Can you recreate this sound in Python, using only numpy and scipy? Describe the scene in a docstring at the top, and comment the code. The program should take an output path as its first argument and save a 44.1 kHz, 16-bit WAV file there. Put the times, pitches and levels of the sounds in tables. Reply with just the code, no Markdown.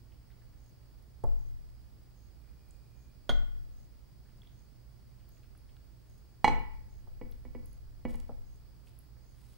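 """A glass measuring cup is handled on a table by a window: it bumps a glazed pot, clinks hard with one
bounce, then is nudged and slid into place. Glass and pot ring in damped modes over a dry clack of noise.
Each blow knocks the table top and sets it swaying on its legs; handling adds small ticks and rubs.
Behind it are faint insects outside, a thin distant whistle and a room with a low hum and a high whine."""
import sys
import numpy as np
from scipy import signal
from scipy.fft import rfft, irfft, next_fast_len
from scipy.io import wavfile
from scipy.ndimage import map_coordinates

SR = 44100
rng = np.random.default_rng(int(sys.argv[2]) if len(sys.argv) > 2 else 0)


def generate_wav(signal):
    """Clip the signal to [-1, 1] and save it as 16-bit WAV at the path in sys.argv[1]."""
    frames = np.transpose(np.atleast_2d(signal))
    scaled = np.clip(frames, -1, 1) * 32767
    pcm = np.round(scaled).astype(np.int16)
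    wavfile.write(sys.argv[1], SR, pcm)


N = 422037

# The cup's contacts. Each row: start in seconds, strength in dB, height from base 0 to rim 1.
CUP_HITS = [(6.4438, -15.5, 0.8), (6.478, -20, 0.68), (7.213, -45.5, .02), (7.451, -53, 0.017),
            (7.549, -47.5, 0.0081), (8.0518, -37, 0.059), (8.144, -49, 0.34)]
# Bumps against the pot. Each row: start in seconds, strength in dB,
# hardness from padded 0 to glass on glaze 1, table sway in dB.
POT_HITS = [(1.237, -32, 0.017, -20.5), (3.2929, -31, 0.95, -19), (3.3, -34, 0.76, -43.5),
            (7.072, -54.5, .03, -42), (8.293, -41, .01, -36)]
# The ringing bodies. Each row: pitch in Hz, relative level in dB, seconds to fall by 60 dB.
CUP_MODES = [(811, -6, .1), (848, 0, .12), (872, -7.5, .55), (1052, -15, .2), (1340, -27, .3),
             (1750, -38, .25), (1979, -15, .18), (2002, -15, .33), (2019, -21, .5), (2241, -6, .32),
             (2876, -17, .43), (3290, -20, .16), (4066, -26, .22), (4118, -26, .2), (4165, -22, .17),
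             (4813, -31, .33), (6089, -32, .28), (6530, -38, .25), (7542, -39, .22), (8075, -35, .22),
             (9722, -42, .2)]  # the cup's ring: a low clonk under clusters of bright, glassy tones
POT_MODES = [(602, -9, .25), (630, -11, .3), (726, -8, .17), (1456, -5, .12), (1484, -10, .2),
             (2067, -14, .3), (3226, -7, .15), (3263, 3, .2), (3279, -5, .44), (3526, -12, .17),
             (4027, -16, .25), (4600, -21, .1), (5997, -29, .3), (6530, -10, .2), (9631, -26, .2)]
TABLE_TOP_MODES = [(124, -25, .35), (147, -17, .3), (240, -2, .11), (258, -5, .15), (297, -13, .16),
                   (320, -14, .2), (392, -6.5, .08), (495, -3, .085)]
TABLE_LEG_MODES = [(21.74, 2, 1), (26.8, -3.5, .7), (44, -15, .4)]
# Noise colours. Each row: frequency in Hz, relative spectral density in dB.
CUP_CLACK_SPECTRUM = [(60, -13.5), (250, -12.5), (600, -2.5), (800, 6), (1400, -16), (2300, -16),
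                      (3500, -23.5), (7000, -29.5), (15000, -34.5)]
POT_CLACK_SPECTRUM = [(60, 14.5), (250, 5), (700, 10.5), (1500, -0.5), (2100, -2), (2700, -17.5),
                      (4200, -6), (7000, -26), (15000, -14)]
SCRAPE_SPECTRUM = [(1500, -7), (3000, -1.5), (6000, -5), (10000, -2.5), (15000, -11.5)]
RUMBLE_SPECTRUM = [(20, -3), (35, -3.5), (60, -6.5), (100, -12.5), (200, -40.5), (600, -79)]
AIR_SPECTRUM = [(11, -33), (18, -6), (64, -2), (92, -8.5), (122, -5), (153, -13.5), (318, -22), (355, -22),
                (445, -26), (3020, -41), (3380, -39.5), (3780, -42), (5010, -36.5), (5930, -43),
                (15000, -46)]
# Small, sharp ticks from handling the glass and from its first bump against the pot.
# Each row: start in seconds, peak in dB, band centre in Hz, width in Hz.
GLASS_TICKS = [(1.239, -52, 8700, 8000), (2.7087, -52.5, 8300, 4000), (4.418, -55, 3450, 500),
               (4.434, -61, 2220, 600), (4.473, -55.5, 3400, 1000), (5.2905, -55, 12700, 3500),
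               (5.55, -57.5, 1190, 2200), (5.576, -57, 10500, 2000), (5.767, -56, 2280, 3000),
               (7.3137, -51, 11900, 4020), (7.321, -54, 4050, 3000), (7.658, -50.5, 10700, 2980),
               (7.73, -57, 10800, 1500), (8.156, -50.5, 9500, 7000), (8.2004, -47.5, 5970, 10200),
               (8.872, -58.5, 2720, 1306), (8.9891, -47, 11700, 3200)]
# Stretches of friction. Each row: start in seconds, end in seconds, base level in dB.
GLASS_SLIDES = [(8.075, 8.17, -67.5), (8.85, 8.91, -73.5), (9.33, 9.6, -76.5)]
GRIP_RUBS = [(0.053, 0.949, -66.5), (2.399, 2.75, -73), (4.198, 4.45, -68.5), (5.096, 5.851, -66.5),
             (8.703, 9.5, -69)]
# Stereo width of the room's air. Each row: frequency in Hz, side minus mid in dB.
AIR_WIDTH = [(60, 1.5), (110, -1.5), (200, -0.5), (380, -2), (700, -2.5), (1290, -3), (2380, -2),
             (4400, -2), (8120, -1), (15000, 2)]
# The lean of the room's air. 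Each row: frequency in Hz, left minus right in dB.
AIR_BALANCE = [(60, -6.5), (110, -1.5), (200, -2.5), (380, -3), (700, -2), (1290, -1.5), (2380, 0),
               (4400, -2.5), (8120, -0.5), (15000, -2)]
# Appliance hum and whine. Each row: pitch in Hz, level in dB, left minus right in dB, waver in dB.
APPLIANCE_TONES = [(59.2, -63, -9, 1.5), (118.6, -66, 0, 1.5), (15660, -82, -9, .7)]
# The room's decay. Each row: frequency in Hz, seconds to fall by 60 dB.
ROOM_DECAY = [(100, 0.54), (500, 0.44), (2000, 0.6), (6000, 0.33), (14000, 0.33)]

# Pairs run from base to rim: the cup's contact gets harder, flexes the wall more, knocks the table less.
CUP_CUTOFF_HZ, FLEX_DB, CLACK_DB, CUP_KNOCK_DB = (2433, 12500), (-6.5, 5), (-5.5, -8.5), (6, -15)
TOUCH_S, RING_ON_DB = (0.0088, 0.016), (-14, -14.5)  # how long the touch damps, and what rings on
# Pairs run from a padded bump to glass on glaze.
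POT_CUTOFF_HZ, POT_RING_DB, POT_KNOCK_DB = (925, 12830), (-21, 3), (-15, -12)

SHIFT_FROM_S, SHIFT_TO_S, SHIFT_DB = 6.5, 8.6, -50  # the hand shifts the cup about on the table
SWAY_OVER_KNOCK_DB, SHUDDER_OVER_KNOCK_DB, SHUDDER_T60_S = 1, -13, .6
FAINT_TICK_DB, FAINT_TICK_SPREAD_DB, FAINT_TICK_HZ = -62, 3, 11000
FIRST_CHIRP_S, CHIRP_PERIOD_S, CHIRP_JITTER_S, STROKES_PER_S = .562, .785, .012, 66
CHIRP_S, CHIRP_HZ, CHIRP_WIDTH_HZ, CHIRP_DB = 0.19, 6540, 600, -88
CHORUS_DB, SWELL_DB, FIRST_SWELL_S, SWELLS_PER_S = -83.5, 1.2, .31, 2.02


def cup():
    """Blows near the rim flex the wall and bring out its lowest modes; a bounce repeats the same ring."""
    walls, clacks = np.zeros(N), np.zeros(N)
    flex = ring([mode for mode in CUP_MODES if mode[0] < 1500])
    chime = ring([mode for mode in CUP_MODES if mode[0] >= 1500])
    dry_clack = clack(CUP_CLACK_SPECTRUM, t60=0.062)
    for s, strength_db, height in CUP_HITS:
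        cutoff_hz = contact_cutoff(CUP_CUTOFF_HZ, height)
        wall = amp(between(FLEX_DB, height)) * flex + chime
        wall *= touch_damping(between(RING_ON_DB, height), between(TOUCH_S, height))
        add(walls, s, amp(strength_db) * softened(wall, cutoff_hz, order=4))
        clack_db = strength_db + between(CLACK_DB, height)
        add(clacks, s, amp(clack_db) * softened(dry_clack, cutoff_hz, order=2))
    return walls, clacks


def pot():
    """A dull bump when touched softly, a short high clink when the glass meets the glaze."""
    out = np.zeros(N)
    for s, strength_db, hardness, _ in POT_HITS:
        cutoff_hz = contact_cutoff(POT_CUTOFF_HZ, hardness)
        glaze = ring(POT_MODES) * touch_damping(ring_on_db=-15, touch_s=.011)
        glaze_db = strength_db + between(POT_RING_DB, hardness)
        add(out, s, amp(glaze_db) * softened(glaze, cutoff_hz, order=2))
        bump = clack(POT_CLACK_SPECTRUM, t60=0.092)
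        add(out, s, amp(strength_db) * softened(bump, cutoff_hz, order=4))
    return out


def cup_knocks():
    """Time and level of each cup contact in the table top; the base lands heaviest."""
    return [(s, db + between(CUP_KNOCK_DB, height)) for s, db, height in CUP_HITS]


def table():
    """Blows knock the top; the legs' modes start opposed, so the sway builds, dips and returns."""
    knocks, sway, t = np.zeros(N), np.zeros(N), np.arange(SR) / SR
    swing = sum((-1) ** k * amp(db - 60 * t / t60) * np.sin(2 * np.pi * hz * t)
                for k, (hz, db, t60) in enumerate(TABLE_LEG_MODES))
    blows = [(s, db, db + SWAY_OVER_KNOCK_DB) for s, db in cup_knocks()]
    blows += [(s, db + between(POT_KNOCK_DB, hardness), sway_db) for s, db, hardness, sway_db in POT_HITS]
    for s, knock_db, sway_db in blows:
        add(knocks, s, amp(knock_db) * ring(TABLE_TOP_MODES))
        add(sway, s, amp(sway_db) * swing)
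    return knocks, sway


def table_rumble():
    """The moving hand shakes the table, deep and soft; each knock of the cup adds a dying shudder."""
    envelope, t = np.zeros(N), np.arange(SR) / SR
    shift = signal.windows.tukey(round((SHIFT_TO_S - SHIFT_FROM_S) * SR), .2)
    add(envelope, SHIFT_FROM_S, amp(SHIFT_DB) * shift)
    for s, knock_db in cup_knocks():
        add(envelope, s, amp(knock_db + SHUDDER_OVER_KNOCK_DB - 60 * t / SHUDDER_T60_S))
    return envelope * noise(RUMBLE_SPECTRUM, (2, N))


def glass_ticks():
    """Small, sharp ticks as the glass is handled and first bumps the pot; ten faint ones fall at random."""
    out, t = np.zeros(N), np.arange(SR // 10) / SR
    faint = [(when * N / SR, FAINT_TICK_DB - FAINT_TICK_SPREAD_DB * weakness,
              FAINT_TICK_HZ * 2 ** (colour - .5), FAINT_TICK_HZ / 2)
             for when, weakness, colour in rng.random((10, 3))]
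    for s, db, hz, width_hz in GLASS_TICKS + faint:
        tick = band(hz, width_hz, len(t)) * amp(-60 * t / 0.016)
        add(out, s, amp(db) * tick / np.abs(tick).max())
    return out


def slides():
    """The glass slides in short, grainy scrapes."""
    out = np.zeros(N)
    for start, end, db in GLASS_SLIDES:
        n = round((end - start) * SR)
        grit = amp(3.5 * wobble(286, size=n)) * noise(SCRAPE_SPECTRUM, n)
        add(out, start, amp(db) * signal.windows.tukey(n) * grit)
    return out


def grip():
    """Skin sticks and slips on the glass, seven soft, irregular grains to each shift of the grip."""
    out, t = np.zeros(N), np.arange(SR // 20) / SR
    envelope = (1 - np.exp(-t / 0.0022)) * amp(-60 * t / 0.069)
    for start, end, db in GRIP_RUBS:
        for when, weakness, colour in rng.random((7, 3)):
            hz = 1200 * 2.7 ** colour
            grain = envelope * band(hz, 0.8 * hz, len(t))
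            add(out, between((start, end), when), amp(db - 8 * weakness) * grain)
    return out


def insects():
    """One near insect chirps regularly in quick wing strokes; a far chorus rasps in slow swells."""
    chirps, t = np.zeros(N), np.arange(round(CHIRP_S * SR)) / SR
    strokes = np.abs(np.sin(np.pi * STROKES_PER_S * t)) * signal.windows.tukey(len(t), .6)
    for beat in np.arange(FIRST_CHIRP_S, N / SR - CHIRP_S, CHIRP_PERIOD_S):
        start = beat + rng.normal(0, CHIRP_JITTER_S)
        chirp = unit(strokes * band(CHIRP_HZ, CHIRP_WIDTH_HZ, len(t)))
        add(chirps, start, amp(CHIRP_DB) * chirp)
    swell = np.cos(2 * np.pi * SWELLS_PER_S * (np.arange(N) / SR - FIRST_SWELL_S))
    chorus_db = CHORUS_DB + SWELL_DB * swell + .6 * wobble(7.8)
    chorus = amp(chorus_db) * band(centre_hz=4750, width_hz=1050, shape=(2, N))
    return chirps * pan(db=-18) + chorus * pan(db=-6.5)


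def whistle():
    """A faint, thin tone swells and fades far away."""
    out, n = np.zeros(N), round(1.2 * SR)
    tone = signal.windows.tukey(n, .6) * band(centre_hz=2430, width_hz=94, shape=n)
    add(out, 2.2, amp(-86) * tone)
    return out


def room_tone():
    """A wide bed of low rumble and hiss under slightly unsteady appliance tones."""
    mid, side = noise(AIR_SPECTRUM, (2, N))
    side = filtered(side, lambda hz: amp(along(AIR_WIDTH, hz)))
    air = np.array([mid + side, mid - side])
    out = amp(-59) * filtered(air, lambda hz: amp(np.outer([.5, -.5], along(AIR_BALANCE, hz))))
    t = np.arange(N) / SR
    for hz, db, pan_db, waver_db in APPLIANCE_TONES:
        tone = np.sin(2 * np.pi * hz * t + .5 * wobble(3.7)) * amp(waver_db * wobble(5.8))
        out += amp(db) * unit(tone) * pan(pan_db)
    return out


def room_reverb(send):
    """The walls' answer, different in each ear, dying faster in the treble."""
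    hz, t, spectra = signal.stft(rng.standard_normal((2, SR * 3 // 4)), SR, nperseg=256)
    decay = amp(-60 * t / along(ROOM_DECAY, hz)[:, None])
    tail = signal.istft(spectra * decay, SR, nperseg=256)[1]
    tail *= 1 - np.exp(-np.arange(tail.shape[1]) / SR / 0.016)  # the reflections build up
    return signal.fftconvolve(send[None], tail / np.linalg.norm(tail[0]), axes=1)[:, :N]


def ring(modes):
    """One second of damped modes, struck at slightly random strengths and with random phases."""
    t = np.arange(SR) / SR
    hz, db, t60 = np.transpose(modes)[:, :, None]
    db = db + rng.standard_normal(db.shape)
    phase = rng.uniform(0, 2 * np.pi, db.shape)
    partials = amp(db - 60 * t / t60) * np.sin(2 * np.pi * hz * t + phase)
    attack = 1 - np.exp(-t / 0.0008)
    return partials.sum(axis=0) * attack


def clack(spectrum, t60):
    """Dense, quickly damped vibration right after a contact."""
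    return noise(spectrum, SR) * amp(-60 * np.arange(SR) / SR / t60)


def touch_damping(ring_on_db, touch_s):
    """Touching bodies choke each other; only a share of the vibration rings on freely."""
    free = amp(ring_on_db)
    return free + (1 - free) * np.exp(-np.arange(SR) / SR / touch_s)


def contact_cutoff(ends_hz, hardness):
    """The treble limit of a contact, on a log scale between soft and hard."""
    return np.exp(between(np.log(ends_hz), hardness))


def softened(x, cutoff_hz, order):
    """A softer contact lasts longer and excites less treble."""
    return signal.sosfilt(signal.butter(order, cutoff_hz, fs=SR, output="sos"), x)


def noise(spectrum, shape):
    """Noise of rms 1 with the given colour."""
    return unit(filtered(rng.standard_normal(shape), lambda hz: amp(along(spectrum, hz))))


def band(centre_hz, width_hz, shape):
    """Noise of rms 1 in one smooth band."""
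    white = rng.standard_normal(shape)
    return unit(filtered(white, lambda hz: 1 / (1 + (2 * (hz - centre_hz) / width_hz) ** 4)))


def wobble(rate, size=N):
    """A smooth random curve, rate knots a second."""
    knots = rng.standard_normal(int(size * rate / SR) + 4)
    return map_coordinates(knots, [np.arange(size) * rate / SR])


def filtered(x, response):
    """Equalise x with a gain curve over frequency."""
    n = x.shape[-1]
    padded = next_fast_len(n + SR // 4)
    return irfft(rfft(x, padded) * response(np.fft.rfftfreq(padded, 1 / SR)), padded)[..., :n]


def along(points, hz):
    """Read a curve of (Hz, value) points on a log axis."""
    knots_hz, values = np.transpose(points)
    return np.interp(np.log(hz + 1), np.log(knots_hz + 1), values)


def between(ends, share):
    """The value a share of the way from one end to the other."""
    return ends[0] + (ends[1] - ends[0]) * share


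def amp(db):
    """Decibels to gain."""
    return 10 ** (np.asarray(db) / 20)


def unit(x):
    """Scale to rms 1."""
    return x / np.sqrt(np.mean(x ** 2) + 1e-20)


def pan(db):
    """Stereo gains for a level difference, left minus right."""
    return amp([[db / 2], [-db / 2]])


def add(track, s, sound):
    """Mix a sound in at s seconds."""
    start = max(round(s * SR), 0)
    track[..., start:start + sound.shape[-1]] += sound[..., :N - start]


def scene():
    """The action sits a little to the right; the sway pushes the two sides in opposite senses."""
    walls, clacks = cup()
    knocks, sway = table()
    pottery = pot()
    handling = glass_ticks() + slides() + grip()
    direct = (walls + clacks + pottery) * pan(db=-4) + knocks * pan(db=-8) + handling * pan(db=-2)
    send = (amp(-11) * walls + amp(-5) * clacks + amp(-10) * pottery
            + amp(-6) * knocks + amp(-5.5) * handling)
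    rocking = sway * np.array([[1], [-.65]])
    return direct + room_reverb(send) + rocking + table_rumble() + insects() + whistle() + room_tone()


def record(dry):
    """A brick-wall low-pass takes off the very top."""
    return filtered(dry, lambda hz: hz < 15850)


dry = scene()
out = record(dry)
generate_wav(out)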